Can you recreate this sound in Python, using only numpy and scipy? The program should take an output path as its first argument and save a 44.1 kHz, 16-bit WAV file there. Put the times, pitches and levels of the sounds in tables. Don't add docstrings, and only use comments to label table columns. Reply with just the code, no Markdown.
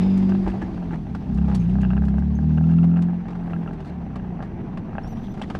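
import sys
import numpy as np
from scipy import signal
from scipy.fft import rfft, irfft
from scipy.io import wavfile
from scipy.ndimage import uniform_filter1d

SR = 44100
rng = np.random.default_rng(int(sys.argv[2]) if len(sys.argv) > 2 else 0)


def generate_wav(sig):
    pcm = np.round(np.clip(np.atleast_2d(sig).T, -1, 1) * 32767).astype(np.int16)
    wavfile.write(sys.argv[1], SR, pcm)


N = 246809

# (t/s, level/dB)
TYRE_CURVE = [(0, -37), (.5, -32), (1.2, -33.5), (1.5, -33.5), (1.9, -36), (2.9, -37), (3.3, -36.5),
              (3.9, -35.5), (4.8, -34.5), (5.6, -32)]
# (t/s, body sway level/dB, hiss level/dB, hiss lift above 2 kHz/(dB per octave))
ROAD_CURVE = [(0, -38, -35.5, 5), (.15, -36.5, -40, 4.5), (.6, -40, -41.5, 3), (1.03, -43, -46.5, 2),
              (1.6, -46, -44.5, 5), (1.95, -55.5, -44.5, 3.5), (2.25, -52.5, -46, 2),
              (2.73, -43.5, -46.5, 5.5), (3.05, -51.5, -44, -1.5), (3.3, -46.5, -44, -0.5),
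              (3.5, -38, -42, -1.5), (3.96, -49, -44.5, -1), (4.47, -48, -43, -4), (4.9, -51, -43, -2.5),
              (5.11, -37, -43.5, 0.5), (5.3, -46, -46, 2.5), (5.6, -45, -42.5, 5.5)]
# (f/Hz, relative level/dB)
RUMBLE_SPECTRUM = [(55, -16), (95, 3), (140, 1.5), (185, 2), (230, 3.5), (280, -2.5), (345, -11),
                   (420, -14), (600, -62.5)]
SWAY_SPECTRUM = [(22, -35.5), (32, -3), (44, 8), (60, -2.5), (85, -18.5), (130, -58.5)]
HISS_SPECTRUM = [(210, -24.5), (350, 3), (580, -8), (641, -8.5), (720, -0.5), (785, -3.5), (1050, -11.5),
                 (1440, -17.5), (1790, -18), (2350, -22.5), (5050, -37), (5830, -41.5), (9500, -57),
                 (12500, -76.5), (14500, -120)]
# (start f/Hz, glide/(Hz per s), width/Hz, start level/dB, fall/(dB per s))
WHINE_BANDS = [(3660, -250, 260, -57, 45.5), (5050, -850, 290, -59.5, 25.5), (2466, -200, 1000, -51, 44),
               (5910, -1.5, 510, -78.5, 0.5)]
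# (t/s, f/Hz, level/dB)
HUM_PATHS = [
    [(0, 340.7, -36), (.06, 349.2, -38.5), (.13, 338.5, -36), (.21, 357.6, -39), (.3, 352, -36),
     (.56, 345.6, -38.5), (.88, 310.3, -49), (1.0, 301, -53)],
    [(4.5, 347.3, -46), (4.59, 335.4, -40), (4.72, 311.7, -50), (4.95, 294.5, -52)],
    [(4.6, 231.8, -48.5), (5.15, 226.4, -36), (5.45, 224.3, -49)],
]
# (t/s, f/Hz, level of the tone without its octave/dB)
SQUEAK_PATHS = [
    [(1.59, 6400, -66), (1.665, 6350, -72)],
    [(1.59, 10350, -77), (1.655, 10400, -75)],
    [(2.345, 6330, -60), (2.4, 6316, -77.5)],
    [(5.025, 5176, -78), (5.04, 5470, -61), (5.075, 5690, -65), (5.09, 6010, -63), (5.115, 5950, -66),
     (5.15, 5620, -73), (5.19, 5870, -72), (5.25, 6020, -73), (5.295, 5900, -71), (5.335, 6050, -62)],
]
# (t/s, swing level/dB, panel boom level/dB)
THUMP_EVENTS = [(.447, -21, -42), (.472, -16, -15.5), (.625, -20.5, -21), (.93, -30, -23), (.739, -29, -41),
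                (1.328, -17, -38)]
# (t/s, length/s, level/dB, tilt/(dB per octave), ring f/Hz)
SCUFF_EVENTS = [(0.457, 0.031, -34, -13, 750), (0.485, 0.027, -45, -9, 1790), (0.533, 0.034, -40, -14, 780),
                (0.611, 0.032, -42, -12, 1770), (0.905, 0.064, -42, -12, 860),
                (0.929, 0.023, -43, -18, 1840), (1.465, .11, -39.5, -12, 799.7),
                (1.806, 0.013, -55, -7.5, 2693), (1.547, 0.0092, -44, 0, 4213),
                (1.6, 0.033, -55.5, -8, 2500), (1.691, .015, -55.5, -7, 2800),
                (2.68, 0.042, -53, -10.5, 1480), (3.318, 0.021, -49, -11, 799),
                (3.833, 0.081, -66, -2, 4143), (4.394, 0.045, -50, -16, 790.5),
                (5.163, 0.034, -62, -7.5, 3222), (5.228, 0.051, -58, -7, 3428),
                (4.431, 0.041, -52.5, -10.5, 1690), (5.416, 0.01, -40, -8.5, 3100),
                (5.414, 0.036, -47.5, -8, 1970), (5.503, 0.0097, -44, -12, 3020),
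                (5.555, 0.014, -52, -13, 3135)]
# (t/s, level/dB, tilt/(dB per octave))
TICK_EVENTS = [(.175, -43, -2.5), (.2927, -43.5, -11), (.4767, -44.5, -12), (1.1486, -43.5, -11),
               (1.3443, -50, -1.5), (1.3734, -48.5, -9), (1.5496, -34, -3), (1.8145, -44.5, -6.5),
               (2.0503, -47.5, -4.5), (2.0832, -48, -9.5), (2.1848, -53.5, -1.5), (2.8391, -50, -13.5),
               (2.9698, -52.5, -13.5), (3.021, -42.5, -7), (3.2817, -50, -13), (3.3045, -51.5, -12.5),
               (3.353, -54.5, -14.5), (3.7311, -52.5, -9.5), (3.8032, -51, -9.5), (4.1567, -45.5, -12),
               (4.4243, -46.5, -12), (4.7726, -46.5, -12), (5.0744, -50, -5), (5.3392, -50, -9),
               (5.394, -51, -11), (5.374, -50, -11), (5.4146, -46, -11), (5.4998, -41, -11.5),
               (5.5503, -42.5, -12)]
# (f/Hz, level/dB, t60/s)
TRIM_MODES = [(663.6, -8, 0.035), (771, -6.5, 0.03), (1351, -6, 0.031), (1580, -0.5, 0.014),
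              (2726, 2.5, 0.014), (3210, -12, 0.018)]
# (t/s, level/dB, dull modes/dB, bright modes/dB, lean to the lower middle mode/dB)
RATTLE_EVENTS = [(0.291, -36, -10.0, -3, -3), (0.3206, -23.5, 2, -16, -3), (0.3494, -29.5, 7.5, -9, 3.0),
                 (0.4645, -29, 10.5, -15, -4), (0.4745, -33, 13.5, -19, -3), (0.5174, -38, 7, -2, 4),
                 (0.549, -39, 14.5, -15.0, 5), (0.579, -38, 12, -19, -9), (0.617, -33, 11, -6, -12),
                 (0.778, -33, 8, -20, -7), (0.8217, -36, 9, -17, 3), (0.9083, -30, -1, -16, 0),
                 (0.932, -29.5, -3, -30, -3.0), (1.068, -40, 13.5, -12, -4), (1.1495, -42, 11, -3, 5),
                 (1.3848, -33, 6, -6, -1), (1.415, -35, 3, -10, -2), (1.444, -34, 5, -9, 11),
                 (1.516, -32, 1, -10.0, 0), (1.7543, -29.5, 6, -32, -12), (1.7854, -31, 7.5, -21, -7),
                 (1.81, -41, -6, 0, -9), (1.832, -24, 1, -10.0, -6.5), (1.8415, -31, -6, -3.5, 8),
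                 (1.849, -24, -0.5, -10.5, -8), (1.9042, -23, -1, -9.5, 9), (1.9114, -25, -8, -18, -12),
                 (1.9328, -25, 3, -13, -9), (1.9677, -26.5, 1, -10, 10), (1.9763, -23.5, -1, -18, -8),
                 (2.0204, -27, 1, -30, -8), (2.038, -29.5, 5, -18, -6), (2.0818, -29.5, 3.0, -23, -5),
                 (2.14, -32.5, 7, -17.0, -8), (2.1824, -27, 4, -17, -8), (2.2228, -31.5, 2.5, -20.5, -12.5),
                 (2.364, -43, 1, -27.5, 0), (2.388, -29.5, 5, -31, -15), (2.429, -41, 12, -22.5, -3.5),
                 (2.5059, -37, 5, -11.5, -2.5), (2.575, -29.5, 5, -8, 9), (2.5817, -25, 2, -15, -15),
                 (2.61, -32.5, 8.5, -25, -6.5), (2.6391, -29.5, -1.5, -13.5, 13), (2.689, -35, 4, -10.5, 8),
                 (2.696, -37, 9, -22.5, -11), (2.713, -36.5, -5, -6, 9), (2.721, -34.5, 9, -16, 0.5),
                 (2.7375, -31.5, -7, -12.5, 12), (2.7853, -27, -3.5, -8.5, 12.5),
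                 (2.831, -29.5, -1, -9, 12), (2.8917, -37, 5, -14.5, 2), (2.9143, -32.5, -1, -12.0, 10),
                 (2.9391, -31, 1, -16, 8), (2.961, -29.5, 0.5, -11, 10.5), (2.9686, -27, -1.5, -10, -5),
                 (2.9908, -28, 2.5, -18, -5.5), (3.037, -38, 5, -18, -5), (3.0846, -31.5, 1.5, -30.5, -8),
                 (3.094, -36, 10, -23.5, -3), (3.1322, -41, 10, -22.0, -10), (3.2552, -34.5, 5, -17, -8),
                 (3.3315, -36.0, -1, -10, -5), (3.4274, -36.0, 6, -20, -2.5), (3.478, -32, 8, -23, -10.5),
                 (3.498, -37.5, 6, -9, -5), (3.533, -22.5, 0, -11, 5), (3.563, -30, 2.5, -21.0, -8),
                 (3.6607, -29.5, 4.5, -26, -12), (3.676, -23.5, -9, -12, 19), (3.709, -31, 6.5, -23, -6),
                 (3.8035, -39, 12, -5, 2.0), (3.847, -34.5, -1, -11, 0), (4.197, -33.5, -8, -12.5, -5.5),
                 (4.246, -38.5, 5, -23, -2), (4.3918, -33.5, 8, -26, 8), (4.4041, -28, 6.5, -22, -4),
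                 (4.4245, -40.0, -1, -18, 1), (4.7727, -46, 11, -3, -5), (4.93, -31.5, 2, -19, 6),
                 (4.9523, -27.5, 7, -20, 0), (4.982, -18, 4.5, -14, -10), (5.0447, -32, 3, -16, -14),
                 (5.4146, -28, 11.5, -6.5, -3), (5.4997, -28, 7, -10, 2), (5.5498, -21.5, -1, -16, -3)]
# (t/s, beat of the exhaust f/Hz, throttle as drone level/dB)
ENGINE_CURVE = [(0, 43.3, -36.5), (.06, 48, -34), (.26, 47.4, -34.5), (.38, 48.6, -35.5), (.46, 47, -40.5),
                (.58, 48.15, -40.5), (.74, 45.57, -44.5), (1.04, 39.3, -43), (1.09, 35, -44),
                (1.14, 34.6, -40), (1.2, 33.2, -42.5), (1.245, 32.7, -43), (1.3, 31.8, -37.5),
                (1.42, 34.8, -34.5), (1.51, 33.6, -34.5), (1.64, 27.6, -36.5), (1.78, 33.3, -34),
                (1.9, 30.3, -35), (2.01, 34.8, -34), (2.11, 32.9, -35), (2.23, 37.1, -34.5),
                (2.36, 36.4, -35), (2.45, 38.8, -33.5), (2.54, 38.6, -34), (2.71, 41.4, -34),
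                (2.81, 42.03, -34), (3.06, 43.34, -37), (3.24, 44.2, -43.5), (3.4, 43.6, -43.5),
                (3.58, 42, -41.5), (3.74, 39.9, -44), (3.9, 37.4, -43), (4.1, 32, -43), (4.33, 29.3, -43),
                (4.5, 24.8, -43.5), (4.73, 22.6, -47.5), (4.95, 20.6, -47.5), (5.15, 19.5, -49),
                (5.6, 20.1, -46.5)]
# (multiple of the beat, level/dB, dB gained per dB of throttle above OPEN_DB)
EXHAUST_ORDERS = [(1, -13.5, -1.5), (2, 4, 1.73), (3, -2, 1.1), (4, 11, 1.77), (5, 1.5, 1.1),
                  (6, 8.5, 1.63), (7, -3.5, 1), (8, 0.5, 1), (9, -4, 2.8), (10, -10, -0.2), (11, -10, 0.9),
                  (12, -3.5, 1.5)]
# (f/Hz, even multiples level/dB, odd multiples level/dB)
PIPE_RESPONSE = [(29.8, -10, -16.5), (42, 3, -11), (59, 5.5, -1.5), (71.5, 9, 5.5), (103, -7.5, -16),
                 (122, -2.5, -5), (136, -8, -3.5), (151.3, -4.5, -0.5), (154.26, 3, 3), (171.7, 10, 9.5),
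                 (185.8, 7.5, 8.5), (198.6, 4, 5), (226, -2, 4), (267, -4, -4.5), (293, -15.5, -17),
                 (362, -8, -8.5), (397, -7, -8.5), (438, -17, -18), (610, -27.5, -24)]

OPEN_DB = -34
WAVER_DB, WAVER_PER_DB_SHUT = .4, .08
SLIP = .06
STANDING_HZ, STANDING_WIDTH_HZ = (71, 143), 3
SPREAD = -.85
PANEL_HZ, PANEL_T60_S = 317, .06
THUMP_HZ, THUMP_T60_S = 56.5, 0.18
TICK_RISE_S, TICK_T60_S = .0012, 0.059
OCTAVE_DB, OCTAVE_HZ, OCTAVE_FALL_DB_PER_KHZ = -3, 11950, 13.5
CABIN_DB, CABIN_T60_S = -12, 0.077
EDGE_HZ = 14800


def gain_of(db):
    return 10 ** (np.asarray(db) / 20)


def evened(x):
    return x / np.sqrt(np.mean(x ** 2) + 1e-20)


def read(points, hz):
    f, value = np.transpose(points)
    return np.interp(np.log(hz + 1), np.log(f + 1), value)


def columns(rows, t):
    s, *rest = np.transpose(rows)
    return [np.interp(t, s, c) for c in rest]


def add(mix, s, sound):
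    part = mix[round(s * SR):][:len(sound)]
    part += sound[:len(part)]


def wander(width_s, count):
    size = max(round(width_s * SR), 1)
    smooth = uniform_filter1d(rng.standard_normal((count, N)), size)
    return evened(uniform_filter1d(smooth, size))


def noise(spectrum, size, patchy_db, lift_db=0):
    hop = size // 4
    frames, hz = N // hop + 5, np.fft.rfftfreq(size, 1 / SR)
    a, b, patches = rng.standard_normal((frames, len(hz), 3)).T
    patches = uniform_filter1d(patches, size=6, axis=0)
    patches = evened(uniform_filter1d(patches, size=10, axis=1))
    lift = np.interp(np.arange(frames) * hop, np.arange(N), lift_db * np.ones(N))
    treble_octaves = np.clip(np.log2(hz / 2000 + 1e-9), 0, 3)[:, None]
    level_db = read(spectrum, hz)[:, None] + patchy_db * patches + treble_octaves * lift
    z = (a + 1j * b) * gain_of(level_db)
    return evened(signal.istft(z, nperseg=size, noverlap=size - hop)[1][:N])


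def tilted(white, tilt_db):
    hz = np.fft.rfftfreq(len(white), 1 / SR)
    octaves = np.log2(np.maximum(hz, 700) / 5000) - 0.21 * np.log2(np.maximum(hz, 6000) / 6000)
    no_bass = hz ** 2 / (hz ** 2 + 500 ** 2)
    no_top = 1 / (1 + (hz / 10500) ** 6)
    return irfft(rfft(white) * gain_of(min(tilt_db, 0) * octaves) * no_bass * no_top)


def cabin(x):
    taps, at = np.zeros(6000), np.arange(100, 5980, 20) + rng.integers(0, 20, 294)
    taps[at] = rng.choice([-1., 1.], len(at)) * gain_of(-60 * at / SR / CABIN_T60_S)
    return signal.oaconvolve(x, taps / np.linalg.norm(taps))[:N]


def road():
    t = np.arange(N) / SR
    (rumble_db,) = columns(TYRE_CURVE, t)
    sway_db, hiss_db, lift_db = columns(ROAD_CURVE, t)
    rumble = noise(RUMBLE_SPECTRUM, size=4096, patchy_db=2.0)
    sway = noise(SWAY_SPECTRUM, size=8192, patchy_db=0.0)
    hiss = noise(HISS_SPECTRUM, size=512, patchy_db=1.5, lift_db=lift_db)
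    flicker_db = 1.3 * wander(0.0099, count=1)[0]
    return gain_of(rumble_db) * rumble + gain_of(sway_db) * sway + gain_of(hiss_db + flicker_db) * hiss


def whine():
    t, out = np.arange(N) / SR, np.zeros(N)
    draws = rng.standard_normal((len(WHINE_BANDS), 2, N))
    for (hz, glide, width_hz, db, fall_db), (a, b) in zip(WHINE_BANDS, draws):
        slow = signal.lfilter(*signal.butter(2, width_hz / SR), a + 1j * b)
        carrier = np.exp(2j * np.pi * (hz + glide * t / 2) * t)
        out += gain_of(db - fall_db * t) * evened((slow * carrier).real)
    return out


def hums():
    out = np.zeros(N)
    waver_db, drift = 2.3 * wander(0.034, count=1)[0], 0.008 * wander(0.022, count=1)[0]
    for rows in HUM_PATHS:
        t = np.arange(rows[0][0], rows[-1][0], 1 / SR)
        hz, db = columns(rows, t)
        tone = np.sin(2 * np.pi * np.cumsum(hz * (1 + drift[:len(t)])) / SR)
        fade = signal.windows.tukey(len(t), .1)
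        add(out, t[0], np.sqrt(2) * tone * gain_of(db + waver_db[:len(t)]) * fade)
    return out


def squeaks():
    out = np.zeros(N)
    flutter_db, jitter = 2.6 * wander(0.0044, count=1)[0], .009 * wander(0.0022, count=1)[0]
    for rows in SQUEAK_PATHS:
        t = np.arange(rows[0][0], rows[-1][0], 1 / SR)
        hz, db = columns(rows, t)
        octave_db = OCTAVE_DB - OCTAVE_FALL_DB_PER_KHZ * abs(2 * hz - OCTAVE_HZ) / 1000
        angle = 2 * np.pi * np.cumsum(hz * (1 + jitter[:len(t)])) / SR
        tone = np.sin(angle) + gain_of(octave_db) * np.sin(2 * angle)
        fade = signal.windows.tukey(len(t), min(0.023 * SR / len(t), 1))
        add(out, t[0], np.sqrt(2) * tone * gain_of(db + flutter_db[:len(t)]) * fade)
    return out


def thumps():
    out, t = np.zeros(N), np.arange(12000) / SR
    swing = gain_of(-60 * t / THUMP_T60_S) * np.sin(2 * np.pi * THUMP_HZ * t) * np.minimum(t / 0.0082, 1)
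    boom = gain_of(-60 * t / PANEL_T60_S) * np.sin(2 * np.pi * PANEL_HZ * t) * np.minimum(t / 0.0022, 1)
    for s, db, boom_db in THUMP_EVENTS:
        add(out, s, gain_of(db) * swing + gain_of(boom_db) * boom)
    return out


def scuffs():
    out, grain_db = np.zeros(N), 4.5 * wander(.0013, count=1)[0]
    draws = rng.standard_normal((len(SCUFF_EVENTS), 8192))
    for (s, length_s, db, tilt_db, hz), white in zip(SCUFF_EVENTS, draws):
        size = min(round(length_s * SR), 8192)
        ring = evened(signal.filtfilt(*signal.iirpeak(hz, 6., SR), white))
        burst = evened(tilted(white, tilt_db)) + 0.67 * ring
        add(out, s, gain_of(db) * evened(burst)[:size] * signal.windows.tukey(size, .4))
    return out * gain_of(grain_db)


def ticks():
    out, t = np.zeros(N), np.arange(4096) / SR
    for (s, db, tilt_db), white in zip(TICK_EVENTS, rng.standard_normal((len(TICK_EVENTS), 4096))):
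        envelope = gain_of(db - 60 * t / TICK_T60_S) * np.minimum(t / TICK_RISE_S, 1)
        add(out, s, envelope * tilted(white, tilt_db))
    return out


def knock(dull_db, bright_db, lean_db, detune):
    t = np.arange(3000) / SR
    weight_db = [dull_db, dull_db, min(lean_db, 0), min(-lean_db, 0), bright_db, bright_db]
    ring = sum(gain_of(db + w - 60 * t / t60) * np.sin(2 * np.pi * hz * d * t)
               for (hz, db, t60), w, d in zip(TRIM_MODES, weight_db, detune))
    return ring * (1 - np.exp(-(t / 0.00087) ** 2))


def trim():
    out = np.zeros(N)
    detune = 1 + 0.016 * rng.standard_normal((len(RATTLE_EVENTS), len(TRIM_MODES)))
    bounces = rng.random((len(RATTLE_EVENTS), 2))
    for (s, db, dull_db, bright_db, lean_db), d, (late, weak) in zip(RATTLE_EVENTS, detune, bounces):
        add(out, s, gain_of(db) * knock(dull_db, bright_db, lean_db, d))
        bounce_s = s + .0035 + .007 * late
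        bounce_db = db - 20.25 - 13.5 * weak
        add(out, bounce_s, gain_of(bounce_db) * knock(dull_db, bright_db, -lean_db, d[::-1]))
    struck = rng.random(N) < 90 / SR
    blows = gain_of(4.0 * np.minimum(rng.exponential(1, N), 4)) * struck
    faint = knock(11.0, -9, -6.5, np.ones(len(TRIM_MODES)))
    return out + gain_of(-55.5) * signal.oaconvolve(blows, faint)[:N]


def exhaust():
    t = np.arange(N) / SR
    beat_hz, throttle_db = columns(ENGINE_CURVE, t)
    turns = np.cumsum(beat_hz) / SR
    uneven_db = WAVER_DB + WAVER_PER_DB_SHUT * np.maximum(OPEN_DB - throttle_db, 0)
    waver_db = uneven_db * wander(.07, count=len(EXHAUST_ORDERS))
    slip = SLIP * uneven_db * wander(.07, count=len(EXHAUST_ORDERS))
    drone = np.zeros(N)
    for i, (k, db, answer) in enumerate(EXHAUST_ORDERS):
        pipe = np.take(PIPE_RESPONSE, [0, 1 + k % 2], axis=1)
        level_db = OPEN_DB + db + answer * (throttle_db - OPEN_DB) + read(pipe, k * beat_hz)
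        lag = sum(np.arctan((k * beat_hz - f) / STANDING_WIDTH_HZ) + np.pi / 2 for f in STANDING_HZ)
        phase = 2 * np.pi * k * turns + SPREAD * k ** 2 - lag + (k / 4) ** 2 * slip[i]
        drone += gain_of(level_db + waver_db[i]) * np.sin(phase)
    return np.sqrt(2) * drone


def scene():
    small = trim() + ticks() + scuffs()
    small = small + gain_of(CABIN_DB) * cabin(small)
    return (exhaust() + hums() + road() + thumps() + squeaks() + whine() + small)[None]


def record(dry):
    dull = signal.lfilter(*signal.butter(2, 11500, fs=SR), dry)
    band_limit = signal.firwin(511, EDGE_HZ, window=("kaiser", 9), fs=SR)
    return signal.oaconvolve(dull, band_limit[None], "same")


dry = scene()
out = record(dry)
generate_wav(out)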